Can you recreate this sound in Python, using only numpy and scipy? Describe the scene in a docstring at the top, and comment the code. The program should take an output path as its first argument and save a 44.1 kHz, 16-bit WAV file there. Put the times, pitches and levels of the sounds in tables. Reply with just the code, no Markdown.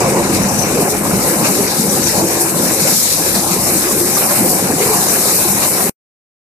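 """Dry stalks are pushed into a crop thresher, heard at the feed hopper through two microphone ports. Beaters
boom the sheet-metal casing and bundles thump: shaped noise with impact envelopes, damped sines. The sieve
rattles as noise in impact envelopes, the feed throat growls as a moving resonance, a low tone hums. Noise bands
near 3 kHz and above swell and sink unevenly. Chaff and seed spray on the metal as a wide, bright hiss; then the
sound stops with a short faint tail."""
import sys
import numpy as np
from scipy import signal
from scipy.fft import irfft
from scipy.io import wavfile
from scipy.ndimage import uniform_filter1d

SR = 44100
rng = np.random.default_rng(int(sys.argv[2]) if len(sys.argv) > 2 else 0)


def wav_record(signal):
    """Record a signal, one row per channel, as 16-bit PCM in the file named by sys.argv[1]."""
    frames = np.transpose(np.atleast_2d(signal))
    bounded = np.clip(frames, -1, 1)
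    # unit amplitude maps onto the largest positive 16-bit level
    quanta = np.round(bounded * 32767).astype(np.int16)
    wavfile.write(sys.argv[1], SR, quanta)


N = 284886
TIME = np.arange(N) / SR
FREQ = np.maximum(np.arange(N // 2 + 1) * SR / N, 1)
SIDES = np.array([[1], [-1]])  # left, right

# Drum under load. Each row: time in seconds, base levels in dB of boom, throat, casing drone, frame rumble.
DRUM_LOAD = [(0.0, -25, -20, -19, -30), (0.18, -20.5, -18, -22, -27.5), (0.57, -20.5, -26.5, -24.5, -31.5),
             (0.77, -24.5, -19, -22.5, -31), (1.1, -20, -22.5, -24, -30), (1.47, -21, -23.5, -24, -33.5),
             (1.55, -22, -21.5, -27, -35.5), (2.93, -22.5, -24.5, -24.5, -35.5),
             (2.96, -24.5, -33, -32.5, -48), (3.03, -29, -32.5, -28.5, -47), (3.26, -27, -24.5, -29, -34.5),
             (4.11, -24.5, -22, -26.5, -36), (4.32, -27.5, -25, -20.5, -39),
             (4.42, -21.5, -22.5, -25.5, -39), (5.67, -27, -26, -24, -34.5), (5.88, -23, -25, -30, -42)]
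# Drum labours on a thick bundle or slips free. Each row: time in seconds, swell in dB of boom, of drone.
LOAD_SURGES = [(.22, 0, 2), (.37, 4, -3), (.48, 0, 1), (.81, 5, 2.5), (.9, -2.5, 2.5), (1.06, -2, -1.5),
               (1.15, 3, -1.5), (1.33, -4.5, -1), (1.44, 6, 3.5), (1.52, 0, -1), (1.61, 1.5, 1.5),
               (1.73, -5, 2), (1.81, -0.5, -1.5), (2.19, 2, 8), (2.32, -7.5, 0.5), (2.4, -5.5, 3.5),
               (2.48, -3.5, 1), (2.6, 3, 1.5), (2.7, 2.5, -1.5), (2.77, -8.5, -4), (2.87, -2, 2.5),
               (3.36, 6, 4), (3.48, 2, 4.5), (3.57, 1, 2), (3.729, 2, 3), (3.87, -7.5, 2.5),
               (3.96, 0.5, -4), (4.2, -2, 1), (4.4, 3.5, 2.5), (4.58, -0.5, -1), (4.69, 4, 3),
               (4.95, 1.5, 7), (5.07, -1, -0.5), (5.23, -1.5, -3), (5.35, -0.5, -6), (5.54, 6, -2.5),
               (5.82, 0, 4.5)]
# Growls as the throat swallows a bundle. Each row: time in seconds, centre in Hz, swell in dB,
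# length to each side in seconds.
THROAT_GROWLS = [(0.129, 370, 4, 0.051), (0.236, 349.4, 2.5, 0.046), (0.811, 422, 7, 0.046),
                 (0.935, 449.6, 7, 0.032), (1.618, 422, 7.5, 0.059), (1.92, 370, 3, 0.039),
                 (2.226, 335.4, 10.5, 0.069), (2.412, 340, 10, 0.06), (2.596, 360.6, 7, 0.043),
                 (3.269, 362.3, 0, 0.038), (3.689, 345.6, 6, 0.056), (3.858, 354.6, 10.5, 0.05),
                 (3.998, 352.6, 4.5, 0.057), (4.45, 344.4, 11, 0.039), (4.723, 419.5, -0.5, 0.031),
                 (4.822, 417, 10.5, 0.041), (4.901, 440, 11, .05), (5.46, 346.6, -8, 0.06)]
# Casing modes. Each row: centre in Hz, width in Hz, height in dB above the broad body.
CASING_MODES = [(92, 14, 1.5), (193, 43, 1.5), (249, 18, 0.5), (332.2, 4.3, 6), (377.6, 9.1, -8.5),
                (420, 29, 0), (554, 40, -0.5), (718, 27, 3), (1044, 77, 4.5), (1654, 24, 8.5),
                (2260, 170, 0)]
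# Broad casing response. Each row: frequency in Hz, relative density in dB per Hz.
CASING_BODY = [(15, -59), (25, -20.5), (195, 0), (277, -2), (340, -3), (546, -1.5), (643, -9), (790, -6.5),
               (1010, -12.5), (1220, -17.5), (1660, -23), (1800, -22.5), (2350, -21), (3130, -31),
               (3400, -53.5), (4420, -65), (7480, -120)]
# Spray of chaff and seed, opening up as the hopper empties.
# Each row: time in seconds, base levels in dB of fine hiss, of coarse hiss.
CHAFF_SPRAY = [(0.0, -23.5, -24.5), (0.15, -24.5, -31), (0.59, -23, -26), (1.03, -22.5, -32),
               (1.23, -20, -25), (2.37, -20.5, -24), (2.47, -19.5, -27.5), (2.85, -19, -19.5),
               (2.95, -17, -18.5), (3.19, -19, -22), (4.53, -18, -25.5), (4.73, -22, -26.5),
               (4.98, -17, -21.5), (5.85, -18, -26), (5.88, -18.5, -28)]
# Spray spectrum. Each row: frequency in Hz, relative density in dB per Hz.
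SPRAY_SPECTRUM = [(1710, -49.5), (2900, -1.5), (3380, -11), (3960, -6.5), (4560, -7), (5790, -6),
                  (6570, -6), (8180, 1.5), (11900, -2), (13600, -4), (14200, -6)]
# Handfuls of chaff flung at the metal.
# Each row: time in seconds, swell in dB of coarse hiss, of fine hiss, of sieve rattle.
CHAFF_GUSTS = [(.1, 0, 4, -0.5), (.35, 4.5, 3, 2.5), (.61, 0, 3.5, -0.5), (.81, 3, 4.5, 0), (.9, 6, 3, -3),
               (1.28, 1, 3, 2), (1.45, 5, 0, 5.5), (1.68, 1.5, -3, 0), (1.92, 0.5, 2.5, 0),
               (2.08, 5.5, 1, 2.5), (2.35, 1.5, 1.5, 0), (2.41, 2, 3.5, -1), (2.63, 0, 1.5, -1.5),
               (2.88, 0, 1.5, 5), (3.36, 1, 2, 3), (3.52, 2, -0.5, 2.5), (3.71, -3.5, 1.5, 1.5),
               (3.85, -1, 0.5, 4), (4.18, 2.5, 3.5, 2.5), (4.36, 0, 2.5, 2.5), (4.5, 4, 3, -2),
               (4.82, 3.5, 2, 8), (5.14, 0, 2, 4.5), (5.29, 3, -0.5, 3), (5.63, 4.5, 0.5, 5.5),
               (5.78, 2.5, 2.5, 2.5)]
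# Short gaps in the spray, mostly dips. Each row: time in seconds, level change in dB.
SPRAY_GAPS = [(.22, -0.5), (.52, -3), (1.01, -5), (1.37, -2.5), (1.58, -0.5), (1.87, -3), (2.25, -3),
              (2.54, -8.5), (2.78, -3), (3.22, -2), (3.46, -4), (3.58, -4), (3.97, -4), (4.69, -1.5),
              (4.76, 0.5), (5.47, 0)]
# Flares of the ringing hiss. Each row: time in seconds, swell in dB.
WHISTLE_FLARES = [(.435, 13), (.495, 11), (.54, 12), (.592, 20), (.625, 16), (.655, 9.5), (1.3, 8),
                  (1.674, 12), (1.9, 15), (2.041, 19.5), (2.07, 15), (3.53, 9), (4.154, 19), (4.805, 10),
                  (5.092, 17)]
# Bundles caught by the beaters. Each row: start in seconds, level in dB, pitch in Hz, ring T60 in seconds.
BUNDLE_THUMPS = [(0.008, -4, 366, 0.053), (0.04, 4, 175, 0.037), (0.135, -6, 205, 0.05),
                 (0.18, -4, 196, 0.065), (0.251, -4, 357, 0.041), (0.297, -6.5, 348, 0.06),
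                 (0.444, -4, 206, 0.1), (0.535, -13, 195, 0.074), (0.72, -6, 453, 0.056),
                 (0.781, -4, 206, 0.063), (0.929, -13, 474, 0.067), (1.132, -3.5, 195, 0.1),
                 (1.215, -11, 241, 0.055), (1.361, -4, 197, 0.061), (1.4, -6, 248.3, 0.039),
                 (1.49, -9, 195, 0.15), (1.604, -7, 205, 0.099), (1.794, 1, 206, 0.051),
                 (1.84, -5.5, 212, 0.057), (1.878, -4, 189, 0.07), (1.994, -8, 317, 0.071),
                 (2.178, -0.5, 188, 0.044), (2.36, -8, 291, 0.062), (2.419, -6.5, 340, 0.072),
                 (2.636, -6, 250, 0.05), (2.819, -3, 180, 0.044), (2.852, -5, 544, 0.037),
                 (2.898, -10, 243, 0.05), (3.262, -8.5, 370, 0.064), (3.362, -4, 200.6, 0.057),
                 (3.51, -5, 186, 0.07), (3.562, -4, 429, 0.044), (3.963, -1, 353, 0.034),
                 (4.699, -4.5, 212.3, 0.06), (4.735, -3.5, 270, 0.054), (4.76, -6, 174.6, 0.06),
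                 (4.86, -6, 180, 0.07), (5.451, -5.5, 345, 0.082), (5.503, -5, 186.5, 0.044)]
# Stiff stalk ends on the tray. Each row: start in seconds, level in dB, pitch in Hz, ring T60 in seconds.
STALK_RAPS = [(0.635, -19, 2320, 0.039), (0.9362, -18, 2330, 0.044), (1.6736, -20, 2410, 0.043),
              (2.0936, -14, 1980, 0.034), (3.908, -10, 1099, 0.035), (4.1687, -11, 1190, 0.042),
              (4.7201, -15, 1688, 0.035), (4.9282, -17.5, 2273, 0.037)]
# Power shared by the ports. Each row: frequency in Hz, squared likeness 0-1.
PORT_LIKENESS = [(25, .05), (60, 0.6), (85, 0.4), (120, 0.95), (290, 0.78), (620, 0.81), (1360, 0.12),
                 (2970, 0.01), (14200, 0.01)]
# Port balance. Each row: frequency in Hz, left minus right in dB.
PORT_LEAN = [(60, 2), (110, 0), (200, 0.5), (370, 1.5), (680, -0.5), (1250, 0), (2290, -1.5), (4210, 2.5),
             (7720, 8), (14200, -2)]

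SHAFT_HZ, BEATERS = 6.25, 5
FRAME_TOP_HZ, BOOM_TOP_HZ, THROAT_TOP_HZ, DRONE_TOP_HZ = 124, 287.2, 565.6, 1202
SURGE_S = 0.041
LIFT_AT_S, LIFT_DB, LIFT_RISE_S, LIFT_FALL_S = 2.7, 0.5, .01, .07  # brief small rise of the drum
THROAT_HZ, THROAT_WANDER_HZ, THROAT_WIDTH_HZ = 344.3, 18, 32
HOLLOW_SHARE = .18  # power share of the air resonance before growls
WALLS_DB_PER_GROWL_DB, GROWL_RISE_HZ_PER_S = 0.25, 202
RATTLE_DB, RATTLE_DB_PER_DRONE_DB = -30, 0.23
FLICKER_HZ, FLICKER_TOP_HZ, FLICKER_DB = 2640, 3380, -11  # noise bands near 3 kHz
BAND_SWELL_TOP = .8  # cap on a band's swell, in spreads; sinking is uncapped
LOW_COARSE_HZ, LOW_COARSE_TOP_HZ, LOW_COARSE_DB = 3440, 4930, -7.5
COARSE_TOP_HZ, AIR_HZ, AIR_TOP_HZ = 7280, 10700, 16000
AIR_LEAN_DB, AIR_DB_PER_HISS_DB = 2, 0.63
PAN_DB_PER_HISS_DB = -0.65  # spray shifts rightward as it grows
GUST_RISE_S, GUST_FALL_S, GAP_S, FINE_PER_GAP = 0.011, 0.031, 0.027, 0.41
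WHISTLE_HZ, WHISTLE_WIDTH_HZ, WHISTLE_DB = 5950, 550, -39
FLARE_RISE_S, FLARE_FALL_S = .011, .02
HUM_HZ, HUM_DB, HUM_WAVER_DB = 97.1, -42.5, 2.5
PORT_LAG_S = .00014
CUT_S, TAIL_DB, TAIL_T60_S = 5.8957, -13, 0.044
TOP_HZ = 14230


def undb(db):
    """Decibels to gain."""
    return 10 ** (np.asarray(db) / 20)


def curves(table):
    """Columns of a time table, one value a sample."""
    s, *columns = np.transpose(table)
    return [np.interp(TIME, s, c) for c in columns]


def over_hz(table):
    """A (Hz, value) table on the log-frequency axis."""
    hz, value = np.transpose(table)
    return np.interp(np.log(FREQ), np.log(hz), value)


def swell(s, rise_s, fall_s):
    """A Gaussian-sided bump of height 1 at time s."""
    return np.exp(-np.where(TIME < s, (s - TIME) / rise_s, (TIME - s) / fall_s) ** 2)


def walk(rate_hz):
    """Random levels held 1 / rate_hz s and slewed twice; spread near 1."""
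    k = max(int(SR / rate_hz), 2)
    steps = np.repeat(rng.standard_normal(N // k + 1), k)
    return 1.7 * uniform_filter1d(uniform_filter1d(steps, k), k)[:N]


def ports(gain, lo_hz, hi_hz, steep=6):
    """Noise between soft edges, partly common to both ports by frequency; the port mean has rms 1."""
    edges = (1 + (lo_hz / FREQ) ** (2 * steep)) * (1 + (FREQ / hi_hz) ** (2 * steep))
    gain = gain / np.sqrt(edges)
    like = np.sqrt(np.clip(over_hz(PORT_LIKENESS), 0, 1))
    real, imag = rng.standard_normal((2, 3, len(FREQ)))
    common, left, right = real + 1j * imag
    lag = np.exp(-2j * np.pi * FREQ * PORT_LAG_S)  # left port hears later
    lean = undb(over_hz(PORT_LEAN) / 2)
    left_port = lean * lag * (np.sqrt(like) * common + np.sqrt(1 - like) * left)
    right_port = (np.sqrt(like) * common + np.sqrt(1 - like) * right) / lean
    x = irfft(gain * np.array([left_port, right_port]), N)
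    return x / np.sqrt(np.mean(x.mean(0) ** 2))


def uneven_bands(gain, lo_hz, hi_hz, count, depth_db, rate_hz):
    """Neighbouring noise bands swell and sink independently at random; the port mean has rms 1."""
    edges = np.geomspace(lo_hz, hi_hz, count + 1)
    x = 0
    for lo, hi in zip(edges[:-1], edges[1:]):
        share = np.sqrt(np.sum(gain[(FREQ > lo) & (FREQ < hi)] ** 2))
        level = undb(depth_db * np.minimum(walk(rate_hz), BAND_SWELL_TOP))
        x = x + share * ports(gain, lo, hi, steep=13.0) * level
    return x / x.mean(0).std()


def narrow(hz, width_hz):
    """Noise in a narrow resonance whose centre may move; rms 1."""
    lowpass = signal.butter(2, width_hz / 2, fs=SR, output="sos")
    a, b = signal.sosfilt(lowpass, rng.standard_normal((2, N)))
    carrier = np.exp(2j * np.pi * np.cumsum(hz + 0 * TIME) / SR)
    x = np.real((a + 1j * b) * carrier)
    return x / x.std()


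def blows(rate_hz, spread_db, decay_s):
    """Envelope of many uneven impacts, each dying exponentially; rms 1."""
    when, size = rng.random((int(rate_hz * N / SR), 2)).T
    size_db = np.minimum(-spread_db * np.log(1 - size), 12)
    hits = np.zeros(N)
    np.add.at(hits, (when * N).astype(int), undb(size_db) ** 2)
    power = signal.lfilter([1], [1, -np.exp(-2 / (decay_s * SR))], hits)
    return np.sqrt(power / power.mean())


def turning(turn_db, beat_db):
    """Level throb of the slightly wandering shaft: twice a turn and once a beater."""
    phase = 2 * np.pi * np.cumsum(SHAFT_HZ * (1 + .015 * walk(1.7))) / SR
    return undb(turn_db * np.sin(2 * phase) + beat_db * np.sin(BEATERS * phase))


def surges():
    """Swell in dB of the boom and the drone as the load changes."""
    return sum(np.outer(swell_db, swell(s, SURGE_S, SURGE_S)) for s, *swell_db in LOAD_SURGES)


def gusts():
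    """Swell in dB of the coarse hiss, the fine hiss and the sieve."""
    flung_db = sum(np.outer(swell_db, swell(s, GUST_RISE_S, GUST_FALL_S)) for s, *swell_db in CHAFF_GUSTS)
    gap_db = sum(db * swell(s, GAP_S, GAP_S) for s, db in SPRAY_GAPS)
    return flung_db + np.outer([1, FINE_PER_GAP, FINE_PER_GAP], gap_db)


def growls():
    """Centre in Hz of the throat hollow and its swell in dB: it wanders, and each bundle retunes it."""
    centre_hz, swell_db = THROAT_HZ + THROAT_WANDER_HZ * walk(12), 0
    for s, hz, db, length_s in THROAT_GROWLS:
        bump = swell(s, length_s, length_s)
        target_hz = hz + GROWL_RISE_HZ_PER_S * (TIME - s)
        centre_hz = centre_hz + bump * (target_hz - centre_hz)
        swell_db = swell_db + db * bump
    return centre_hz, swell_db


def casing_response():
    """Gain of the sheet-metal casing: its modes stand on a broad body."""
    body = undb(over_hz(CASING_BODY))
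    for hz, width_hz, db in CASING_MODES:
        body = body * undb(db / (1 + (2 * (FREQ - hz) / width_hz) ** 2))
    return body


def frame_rumble(body, level_db):
    """Slowly wavering noise in the lowest casing band."""
    return ports(body, 18, FRAME_TOP_HZ) * undb(level_db + 1.9 * walk(7))


def casing_boom(body, level_db):
    """Dense blows on stalks excite the low casing modes."""
    return ports(body, FRAME_TOP_HZ, BOOM_TOP_HZ) * blows(300, 0.76, 0.025) * undb(level_db)


def feed_throat(body, level_db):
    """Uneven noise bands for the walls plus a moving air resonance that growls."""
    centre_hz, growl_db = growls()
    walls = uneven_bands(body, BOOM_TOP_HZ, THROAT_TOP_HZ, count=3, depth_db=2.0, rate_hz=9)
    walls = walls * np.sqrt(1 - HOLLOW_SHARE) * undb(WALLS_DB_PER_GROWL_DB * growl_db)
    hollow = narrow(centre_hz, THROAT_WIDTH_HZ) * np.sqrt(HOLLOW_SHARE)
    hollow = hollow * undb(growl_db + 1.6 * walk(22))
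    return (walls + hollow) * undb(level_db)


def casing_drone(body, level_db):
    """Denser blows excite the middle casing modes, in unevenly swelling bands."""
    metal = uneven_bands(body, THROAT_TOP_HZ, DRONE_TOP_HZ, count=6, depth_db=2.5, rate_hz=14)
    return metal * blows(600, 1.9, 0.012) * undb(level_db)


def sieve_rattle(body, level_db):
    """Quick impacts shape the rattle and, just above it, noise bands near 3 kHz that flicker unevenly."""
    sieve = uneven_bands(body, DRONE_TOP_HZ, FLICKER_HZ, count=6, depth_db=3, rate_hz=18)
    flicker_bands = uneven_bands(body, FLICKER_HZ, FLICKER_TOP_HZ, count=6, depth_db=8, rate_hz=20)
    return (sieve + flicker_bands * undb(FLICKER_DB)) * blows(900, 1.6, 0.015) * undb(level_db)


def drum():
    """Rumble, boom, throat, drone and sieve follow the load and throb with the shaft."""
    lift_db = LIFT_DB * swell(LIFT_AT_S, LIFT_RISE_S, LIFT_FALL_S)
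    boom_db, throat_db, drone_db, frame_db = curves(DRUM_LOAD) + lift_db
    rattle_db = RATTLE_DB + gusts()[2] + RATTLE_DB_PER_DRONE_DB * (drone_db - drone_db.mean())
    boom_surge_db, drone_surge_db = surges()
    boom_db = boom_db + 0.35 * walk(11) + boom_surge_db
    drone_db = drone_db + 0.53 * walk(13) + drone_surge_db
    throat_db = throat_db + 0.61 * walk(12)
    body = casing_response()
    low = frame_rumble(body, frame_db) + casing_boom(body, boom_db) + feed_throat(body, throat_db)
    high = casing_drone(body, drone_db) + sieve_rattle(body, rattle_db)
    return (low + high) * turning(0.45, 0.22)


def fine_hiss(spray, level_db, pan):
    """Tiny strikes with a separate envelope at each port; the top opens further as the spray grows."""
    grit = np.array([blows(7800, 6.0, 0.0042) for _ in range(2)])
    opening_db = AIR_DB_PER_HISS_DB * (curves(CHAFF_SPRAY)[0] - level_db.mean())
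    air_db = -2.5 + opening_db + 0.33 * walk(9.9) + AIR_LEAN_DB / 2 * SIDES
    air = ports(spray, AIR_HZ, AIR_TOP_HZ) * undb(air_db)
    hiss = ports(spray, COARSE_TOP_HZ, AIR_HZ) * undb(-4.0) * pan
    return (hiss + air) * grit * undb(level_db + 0.65 * walk(30))


def coarse_hiss(spray, level_db, pan):
    """Coarse hiss in a strike envelope; its lowest narrow bands fade in and out unevenly."""
    seed = np.array([blows(3500, 0.63, .004) for _ in range(2)])
    low = uneven_bands(spray, LOW_COARSE_HZ, LOW_COARSE_TOP_HZ, count=11, depth_db=11.5, rate_hz=22)
    high = uneven_bands(spray, LOW_COARSE_TOP_HZ, COARSE_TOP_HZ, count=5, depth_db=2.5, rate_hz=30)
    return (low * undb(LOW_COARSE_DB) + high * undb(-0.6)) * seed * undb(level_db) * pan


def ringing_hiss():
    """Narrow noise in uneven impacts, at the left port only, which flares up."""
    flare_db = sum(db * swell(s, FLARE_RISE_S, FLARE_FALL_S) for s, db in WHISTLE_FLARES)
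    ring = narrow(WHISTLE_HZ, WHISTLE_WIDTH_HZ) * blows(1500, 9.8, 0.005)
    return ring * undb(WHISTLE_DB + flare_db) * np.array([[2], [0]])


def chaff():
    """Thousands of tiny strikes a second on the hopper, nearly unrelated at the two ports, in gusts."""
    fine_db, coarse_db = curves(CHAFF_SPRAY) + gusts()[1::-1]
    spray = undb(over_hz(SPRAY_SPECTRUM))
    pan = undb(PAN_DB_PER_HISS_DB * (fine_db - fine_db.mean()) / 2 * SIDES)
    throb = undb(0.26 * walk(18)) * turning(0.5, 0.4)
    hiss = fine_hiss(spray, fine_db, pan) + coarse_hiss(spray, coarse_db, pan)
    return hiss * throb + ringing_hiss()


def hum():
    """A nearly steady low tone that wavers in level."""
    phase = 2 * np.pi * np.cumsum(HUM_HZ * (1 + .012 * walk(4))) / SR
    return np.sqrt(2) * np.sin(phase) * undb(HUM_DB + HUM_WAVER_DB * walk(6))


def knocks(table, rise_cycles):
    """Each blow pushes the metal for a few cycles and lets it ring out as a damped sine."""
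    out, t = np.zeros(N), np.arange(SR // 5) / SR
    for s, db, hz, t60_s in table:
        i = int(s * SR)
        push = 1 - np.exp(-t * hz / rise_cycles)
        out[i:i + len(t)] += undb(db - 60 * t / t60_s) * push * np.sin(2 * np.pi * hz * t)
    return out


def thumps():
    """Bundles hit by the beaters: low damped sines, quick to rise."""
    return knocks(BUNDLE_THUMPS, rise_cycles=0.88)


def raps():
    """Stalk ends on the tray: higher damped sines, rising over more cycles."""
    return knocks(STALK_RAPS, rise_cycles=3.5)


def scene():
    """The machine at arm's length."""
    return drum() + chaff() + hum() + thumps() + raps()


def record(dry):
    """Wind filter, overload of the highest peaks, abrupt stop with a short faint tail, top cut off."""
    x = signal.sosfilt(signal.butter(2, 30, "high", fs=SR, output="sos"), dry)
    after_s = np.maximum(TIME - CUT_S, 0)
    tail = undb(TAIL_DB - 60 * after_s / TAIL_T60_S)
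    x = np.clip(x, -.74, .74) * np.where(after_s > 0, tail, 1)
    return signal.sosfilt(signal.ellip(14, .2, 80, TOP_HZ, fs=SR, output="sos"), x)


dry = scene()
out = record(dry)
wav_record(out)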